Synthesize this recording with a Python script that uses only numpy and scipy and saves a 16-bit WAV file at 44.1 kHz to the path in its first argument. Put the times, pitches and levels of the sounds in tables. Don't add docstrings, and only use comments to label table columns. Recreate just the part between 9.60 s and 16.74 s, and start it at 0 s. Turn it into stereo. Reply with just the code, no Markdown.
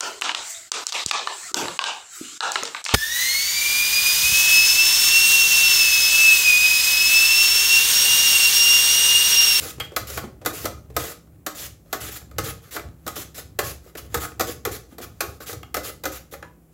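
import sys
import numpy as np
from scipy import signal
from scipy.fft import rfft, irfft, next_fast_len
from scipy.io import wavfile
from scipy.ndimage import uniform_filter1d

SR = 44100
rng = np.random.default_rng(int(sys.argv[2]) if len(sys.argv) > 2 else 0)


def waveform_to_disk(signal):
    frames = np.transpose(np.atleast_2d(signal))
    scaled = np.clip(frames, -1, 1) * 32767
    samples = np.round(scaled).astype(np.int16)
    wavfile.write(sys.argv[1], SR, samples)


def natural_amplitude(level_db):
    exponent = np.asarray(level_db, float) / 20
    return 10 ** exponent


N = 314765


def unit(x):
    return x / np.sqrt(np.mean(x ** 2) + 1e-20)


def along(points, hz):
    f, v = np.transpose(points)
    return np.interp(np.log(hz + 1), np.log(f + 1), v)


def wobble(rate):
    knots = int(N * rate / SR) + 2
    return 1.51 * np.interp(np.arange(N) * rate / SR, np.arange(knots), rng.standard_normal(knots))


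def filtered(x, response):
    m = next_fast_len(N + SR // 2)
    gain = response(np.fft.rfftfreq(m, 1 / SR))
    gain = gain / np.sqrt(np.mean(abs(gain) ** 2))
    return irfft(rfft(x, m) * gain, m)[..., :N]


def ringing(modes):
    def response(f):
        return sum((-1) ** k * natural_amplitude(db) * 1j * f * width / (centre ** 2 - f * f + 1j * f * width)
                   for k, (centre, width, db) in enumerate(modes))
    return response


def colour(spectrum):
    return lambda f: natural_amplitude(along(spectrum, f))


def grit(spiky_db):
    size = natural_amplitude(spiky_db * wobble(900) + .5 * spiky_db * wobble(120))
    return unit(size * rng.standard_normal((2, N)))


def patchy(x, depth_db):
    z = signal.stft(x, nperseg=256)[2]
    field = uniform_filter1d(rng.standard_normal(z.shape[1:]), size=5, axis=0)
    field = uniform_filter1d(field, size=8, axis=1)
    return signal.istft(z * natural_amplitude(depth_db * unit(field)), nperseg=256)[1][:, :N]


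def bursts(s, peak_db, length, rise, response, size=4096):
    ms = np.arange(size) / SR * 1000
    fall = natural_amplitude(peak_db[:, None] - 60 * ms / np.maximum(length, 5)[:, None])
    shape = fall * (1 - np.exp(-ms / np.reshape(rise, (-1, 1)))) ** 2
    push = shape[:, None] * rng.standard_normal((len(s), 2, size))
    rung = irfft(rfft(push) * response(np.fft.rfftfreq(size, 1 / SR)), size)
    energy = np.linalg.norm(shape, axis=1)[:, None, None]
    rung = rung * energy / np.linalg.norm(rung, axis=2, keepdims=True)
    out = np.zeros((2, N + SR))
    for at, one in zip(np.round(s * SR).astype(int), rung):
        out[:, at:at + size] += one
    return out[:, :N]


def tones(rows, rise, width_hz, size=4096):
    s, db, hz, length = np.transpose(rows)
    return bursts(s, db, length, rise, ringing([(hz[:, None, None], width_hz, 0)]), size=size)


# f/Hz, level/dB
AIR_SPECTRUM = [(15, -23), (25, -52), (55, 7.5), (124, -41), (159, -1.5), (192, -10), (313, -6.5),
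                (433, -17.5), (483, -16), (1180, -26), (3910, -39), (15800, -32), (16100, -69.5)]
# f/Hz, level/dB
DRONE_TONES = [(161.5, -63), (11343, -87)]


def fridge():
    t = np.arange(N) / SR
    drone = sum(natural_amplitude(db + 6.5 + 1.9 * wobble(2)) * np.sin(2 * np.pi * hz * t + 0.34 * wobble(2.9))
                for hz, db in DRONE_TONES)
    air = natural_amplitude(-54.5) * filtered(rng.standard_normal((2, N)), colour(AIR_SPECTRUM))
    return air + drone * [[1], [0]]


# t/s, length/ms, rasp level/dB, frame level re rasp/dB
CUTS = [(0, 108, -33.5, -8.5), (0.929, 114, -35, -7), (1.388, 132, -35, -7), (2.403, 94, -34.5, -6),
        (2.837, 71, -33.5, -4), (3.557, 67.4, -32.5, -8), (4.033, 83, -32.5, -16), (4.371, 19.2, -35, -5.5),
        (4.601, 53.6, -31.5, -1), (4.866, 57.5, -33, -8.5), (5.112, 55, -34, -6.5),
        (5.413, 28.7, -36.5, -2.5), (5.68, 33, -53.5, -14), (5.802, 36, -42, -0.5), (5.861, 61, -35.5, -15),
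        (6.232, 69, -34.5, -4), (6.517, 60.4, -36.5, -4)]
# t/s, rise/ms, length/ms, rasp level/dB, frame level re rasp/dB
RETURNS = [
    (0.47, 1.9, 120, -36.5, -11.5),
    (1.949, 33, 116, -34.5, -15),
    (2.509, 14, 65, -37, -9),
    (3.109, 18, 58, -36, -47),
    (3.745, 38, 55, -36.5, -15),
    (6.713, 36, 29, -39.5, -6),
]
# t/s, length/ms, rasp level/dB, swell/dB
BRUSHES = [(1.16, 50, -59, -14.5), (1.34, 29, -55, -16), (2.252, 107, -63.5, 17.5), (3.02, 73, -51.5, -2.5),
           (3.3, 270, -80.5, 33.5), (4.22, 80, -57, 5), (4.43, 35, -54, 1.5), (4.5, 37, -52.5, 5),
           (5.29, 65, -57, -6), (5.47, 300, -66.5, 7.5), (7.07, 65, -81, 17.5)]


def strokes():
    cut_rise_ms, cut_sag_db = 8.9, 2
    brush_rise_ms, brush_frame_db = 30, -1.5
    cuts = [(s, cut_rise_ms, ms, db, db - cut_sag_db, frame_db) for s, ms, db, frame_db in CUTS]
    returns = [(s, rise, ms, db, db, frame_db) for s, rise, ms, db, frame_db in RETURNS]
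    brushes = [(s, brush_rise_ms, ms, db, db + swell_db, brush_frame_db) for s, ms, db, swell_db in BRUSHES]
    return cuts + returns + brushes


# f/Hz, level/dB
RASP_SPECTRUM = [(1060, -4), (1800, -0.5), (3000, -1), (3380, 0.5), (5680, -1.5), (6530, 1), (8700, -6),
                 (11500, 0), (14300, -2.5), (15800, -3), (16100, -76)]
# f/Hz, width/Hz, level/dB
FRAME_MODES = [(712, 110, -7), (851, 45, -8), (1102, 24, -1.5), (1259, 61, 3), (1455, 83, -1),
               (1735, 147, -6.5), (2028, 32, -3), (2394, 93, -12)]
# f/Hz, width/Hz, level/dB
HOLLOW_MODES = [(248, 94, -12), (313.3, 26.4, -0.5), (468, 74, -1), (613, 28, -6)]


def slide():
    ms, rub, shake = np.arange(N) / SR * 1000, np.zeros(N), np.zeros(N)
    for s, rise, length, early_db, late_db, frame_db in strokes():
        corners = 1000 * s + np.array([-1, 0, min(rise, length), length, length + 14])
        levels = [-150, early_db - 7, early_db, late_db, late_db - 14.5]
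        level = natural_amplitude(np.interp(ms, corners, levels, right=-150))
        rub = rub + level
        shake = shake + natural_amplitude(frame_db) * level
    drag = natural_amplitude(0.65 * wobble(30) + 0.65 * wobble(80))
    torn = patchy(grit(spiky_db=0.13), depth_db=2.0)
    rasp = filtered(natural_amplitude(-1.5) * rub * drag * torn, colour(RASP_SPECTRUM))
    frame = filtered(natural_amplitude(-3.5) * shake * drag * grit(spiky_db=-2.5), ringing(FRAME_MODES))
    hollow = filtered(natural_amplitude(-8.0 + 4.4 * wobble(25)) * shake * grit(spiky_db=6.5), ringing(HOLLOW_MODES))
    return rasp + frame + hollow


# t/s of most weight, level/dB
SHOVES = [(.02, -40.5), (.2, -37.5), (.43, -35.5), (.58, -35), (.89, -37.5), (1.05, -39), (1.16, -41),
          (1.39, -35.5), (1.75, -45), (2.09, -41.5), (2.46, -39.5), (2.63, -45), (2.83, -31), (3.26, -38.5),
          (3.5, -43), (3.61, -42), (3.82, -41.5), (4.06, -35), (4.472, -41.5), (4.58, -35.5), (4.831, -35),
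          (4.99, -41.5), (5.11, -37.5), (5.47, -43.5), (5.69, -42), (5.97, -40.5), (6.18, -40.5),
          (6.33, -44.5), (6.5, -39.5), (6.78, -45.5)]


def pressure():
    lean_db_per_s, ease_db_per_s, rest_db = 122, 87, -61.5
    t, weight = np.arange(N) / SR, natural_amplitude(rest_db)
    for s, db in SHOVES:
        loss_db = np.where(t < s, lean_db_per_s * (s - t), ease_db_per_s * (t - s))
        weight = np.maximum(weight, natural_amplitude(db - loss_db))
    return weight


# f/Hz, width/Hz, level/dB
COUNTER_MODES = [(67.8, 4.5, 3.5), (110.7, 32, -6)]


def counter():
    hum = filtered(grit(spiky_db=3.5), ringing(COUNTER_MODES))
    even = unit(hum / np.abs(uniform_filter1d(hum ** 2, size=3000)) ** 0.37)
    return uniform_filter1d(pressure(), size=800) * natural_amplitude(1.4 * wobble(14) - 0.4) * even


# t/s, level/dB, f/Hz, push/ms
THUDS = [(0.18, -25, 318, 26), (0.317, -28, 466, 58), (0.335, -37.5, 500, 98), (0.636, -23.5, 314, 89),
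         (0.664, -60, 304, 60), (0.698, -40.5, 322, 30), (0.813, -33.5, 474, 96), (0.932, -25.5, 468, 52),
         (1.3, -32, 430, 48), (2.257, -45, 456, 60), (2.859, -23.5, 480, 50), (3.583, -32, 361, 61),
         (4.036, -29, 430, 67), (4.264, -41, 233, 120), (5.07, -12, 468, 38), (5.322, -36, 312, 91),
         (5.399, -29, 340, 78), (5.428, -36, 314, 83), (5.635, -21.5, 437, 55), (6.33, -56.5, 151.6, 60)]


def board():
    return natural_amplitude(-4.0) * tones(THUDS, rise=1.5, width_hz=150)


# t/s, level/dB, push/ms
CLINKS = [
    (.199, -19, 55),
    (0.206, -12, 17),
    (0.574, -36, 89),
    (6.028, -31.5, 32),
    (6.828, -41, 23),
]
# t/s, level/dB, f/Hz, t60/ms
TINKS = [
    (0.25, -60, 2400, 310),
    (0.47, -50.5, 3000, 270),
    (6.84, -40.5, 1000, 94),
    (6.827, -36, 1700, 32),
    (6.736, -30, 565, 40),
]
# f/Hz, width/Hz, level/dB
BLADE_MODES = [(2110, 120, 7), (2830, 330, 1), (3250, 51, 12), (4430, 470, -6)]


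def blade():
    s, db, length = np.transpose(CLINKS)
    clinks = bursts(s, db, length, 1.9, ringing(BLADE_MODES))
    return clinks + tones(TINKS, rise=0.65, width_hz=28, size=16384)


# t/s, frame knock level/dB, thud re knock/dB, crack re knock/dB, push/ms
TAPS = [
    (0.2, -24, -11, -2.5, 47),
    (0.559, -39, -5, -12, 82),
    (.813, -90, -9, 4.5, 15),
    (1.045, -26, 4, -5, 27),
    (1.301, -69, -5, 15.5, 46),
    (6.032, -26.5, -28, -11.5, 12.3),
    (6.827, -29.5, -6, -16.5, 26.4),
]
# t/s, frame knock level/dB, crack re knock/dB
CATCHES = [(0.249, -47.5, 4), (0.501, -35, 6), (0.633, -36, -25), (0.85, -30, -1.5), (1.439, -37, 7),
           (1.671, -58.5, -9), (2.344, -30, -3), (2.615, -43, -16), (2.713, -44, -3.5), (3.149, -36, 4),
           (3.196, -26.5, -25.5), (3.564, -32.5, 0.5), (4.064, -43, 3), (4.353, -30.5, -7.5),
           (4.575, -31.5, 1), (4.719, -34, -27), (5.383, -35, 1), (5.805, -36, -11), (5.894, -28.5, -19),
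           (5.93, -32.5, 3)]
# t/s, frame knock level/dB, thud re knock/dB
CHOPS = [(0.364, -16, -13.5), (0.861, -15.5, -8.5), (1.366, -15.5, -8.5), (1.865, -20, -10.5),
         (2.329, -18.5, -11.5), (2.784, -18, -8.5), (3.466, -28.5, -2), (3.478, -24, -12),
         (3.99, -15.5, -7), (4.544, -16.5, -7), (4.797, -19.5, -6.5), (4.808, -16, -7),
         (5.052, -19.5, -6.5), (5.607, -16, -13.5), (6.144, -19.5, -15.5), (6.168, -23.5, -1),
         (6.455, -20, -5)]
# t/s, frame knock level/dB, thud re knock/dB, crack re knock/dB
BUMPS = [
    (0.574, -17, -12.5, -8),
    (1.054, -15.5, -11, -3),
    (3.163, -19, -12.5, -9),
    (3.78, -33.5, -3, 2),
    (6.437, -24.5, -5, -1.5),
    (6.735, -28.5, -10.5, -20),
]


def blows():
    chop_crack_db, chop_ms = -0.5, 52.7
    catch_thud_db, catch_ms, wet_ms_per_db = -1.5, 45, 1.07
    chops = [(s, db, thud_db, chop_crack_db, chop_ms, .45) for s, db, thud_db in CHOPS]
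    catches = [(s, db, catch_thud_db, crack_db, catch_ms + wet_ms_per_db * crack_db, .45)
               for s, db, crack_db in CATCHES]
    bumps = [(*bump, 48.3, 1.8) for bump in BUMPS]
    taps = [(*tap, .5) for tap in TAPS]
    return chops + catches + bumps + taps


# f/Hz, width/Hz, level/dB
SLAP_MODES = [(678, 230, 2.5), (1720, 2000, -5)]
# f/Hz, width/Hz, level/dB
SNAP_MODES = [(12500, 4500, 0)]
# f/Hz, level/dB
CRACK_SPECTRUM = [(1290, -75.5), (2200, -16), (2880, -12.5), (3440, 2), (6310, 1.5), (9460, -5.5),
                  (13300, 2.5), (15800, -6.5), (16400, -33.5)]


def contacts():
    s, db, thud_db, crack_db, length, rise = np.transpose(blows())
    load = bursts(s - .0045, db - 15.5, 0.47 * length, 0.76, ringing(FRAME_MODES), size=2048)
    thud = bursts(s - .0035, db + thud_db + 4, 1.36 * length, rise + 1.6, ringing(HOLLOW_MODES))
    slap = bursts(s - .0011, db - 3.5, 0.99 * length, rise, ringing(SLAP_MODES), size=2048)
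    knock = bursts(s - .0011, db - .6, length, rise, ringing(FRAME_MODES))
    snap = bursts(s - .0008, db + crack_db - 7, 0.19 * length, 0.21 * rise, ringing(SNAP_MODES), size=2048)
    crack = bursts(s - .0008, db + crack_db - 3, 1.16 * length, 0.32 * rise, colour(CRACK_SPECTRUM))
    return load + thud + slap + knock + snap + crack


# f/Hz, t60/s
ROOM_DECAY = [(200, 0.49), (1500, 0.29), (6000, 0.33), (15000, 0.21)]


def kitchen(x, count=24):
    size = N // count + 1
    hz, t, z = signal.stft(rng.standard_normal((2, count, size)), SR, nperseg=256)
    decay = natural_amplitude(-60 * t / along(ROOM_DECAY, hz)[:, None])
    tail = signal.istft(z * decay, SR, nperseg=256)[1][..., :size]
    pieces = np.pad(x, ((0, 0), (0, count * size - N))).reshape(2, count, size)
    wet = np.pad(signal.fftconvolve(pieces, tail, axes=2), ((0, 0), (0, 0), (0, 1)))
    wet = wet / np.linalg.norm(tail[0, 0])
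    now = np.pad(wet[..., :size].reshape(2, -1), ((0, 0), (0, size)))
    spill = np.pad(wet[..., size:].reshape(2, -1), ((0, 0), (size, 0)))
    return np.pad(now + spill, ((0, 0), (300, 0)))[:, :N]


# f/Hz, likeness/0-1
LIKENESS = [(60, 0.96), (130, 0.88), (290, 0.97), (640, 0.81), (1410, 0.014), (3100, 0.68), (6820, 0.35),
            (9000, .7) ]
# f/Hz, phase/rad
LEFT_LEAD = [(60, 0.2), (700, -0.92), (2000, -1.16), (5000, -1.7), (8500, -.8), (14000, -1.0) ]
# f/Hz, level/dB
LEFT_TILT = [(60, -4.5), (110, 2), (200, -3), (380, -5.5), (700, 2), (1290, -3), (2380, 0.5), (4400, -0.5),
             (8120, -1.5), (15000, 0.3)]
# f/Hz, level/dB
PHONE_COLOUR = [(790, 0.5), (900, -3.5), (1020, -1), (1110, 0), (6600, 0.5), (7400, 4), (8200, -0.5),
                (11500, 1)]


def ports(pair):
    m = next_fast_len(N + SR // 2)
    hz = np.fft.rfftfreq(m, 1 / SR)
    band = (hz < 16650) * natural_amplitude(-19 * (hz > 16000))
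    rumble_cut = 1 + (33 / (hz + 1)) ** 3
    shared, other = rfft(pair, m) * band * natural_amplitude(along(PHONE_COLOUR, hz)) / rumble_cut
    turn = np.arccos(np.clip(along(LIKENESS, hz), 0, 1)) / 2
    left = natural_amplitude(along(LEFT_TILT, hz) / 2) * np.exp(.5j * along(LEFT_LEAD, hz))
    mid, side = np.cos(turn) * shared, np.sin(turn) * other
    return irfft([(mid + side) * left, (mid - side) / left], m)[:, :N]


def scene():
    slicer = slide() + board() + blade() + contacts()
    return fridge() + counter() + natural_amplitude(1.44) * (slicer + natural_amplitude(-6.5) * kitchen(slicer))


def roll_off(x):
    return signal.sosfilt(signal.butter(12, 16830, fs=SR, output="sos"), x)


def record(dry):
    mix = ports(dry)
    return roll_off(mix)


dry = scene()
out = record(dry)
waveform_to_disk(out)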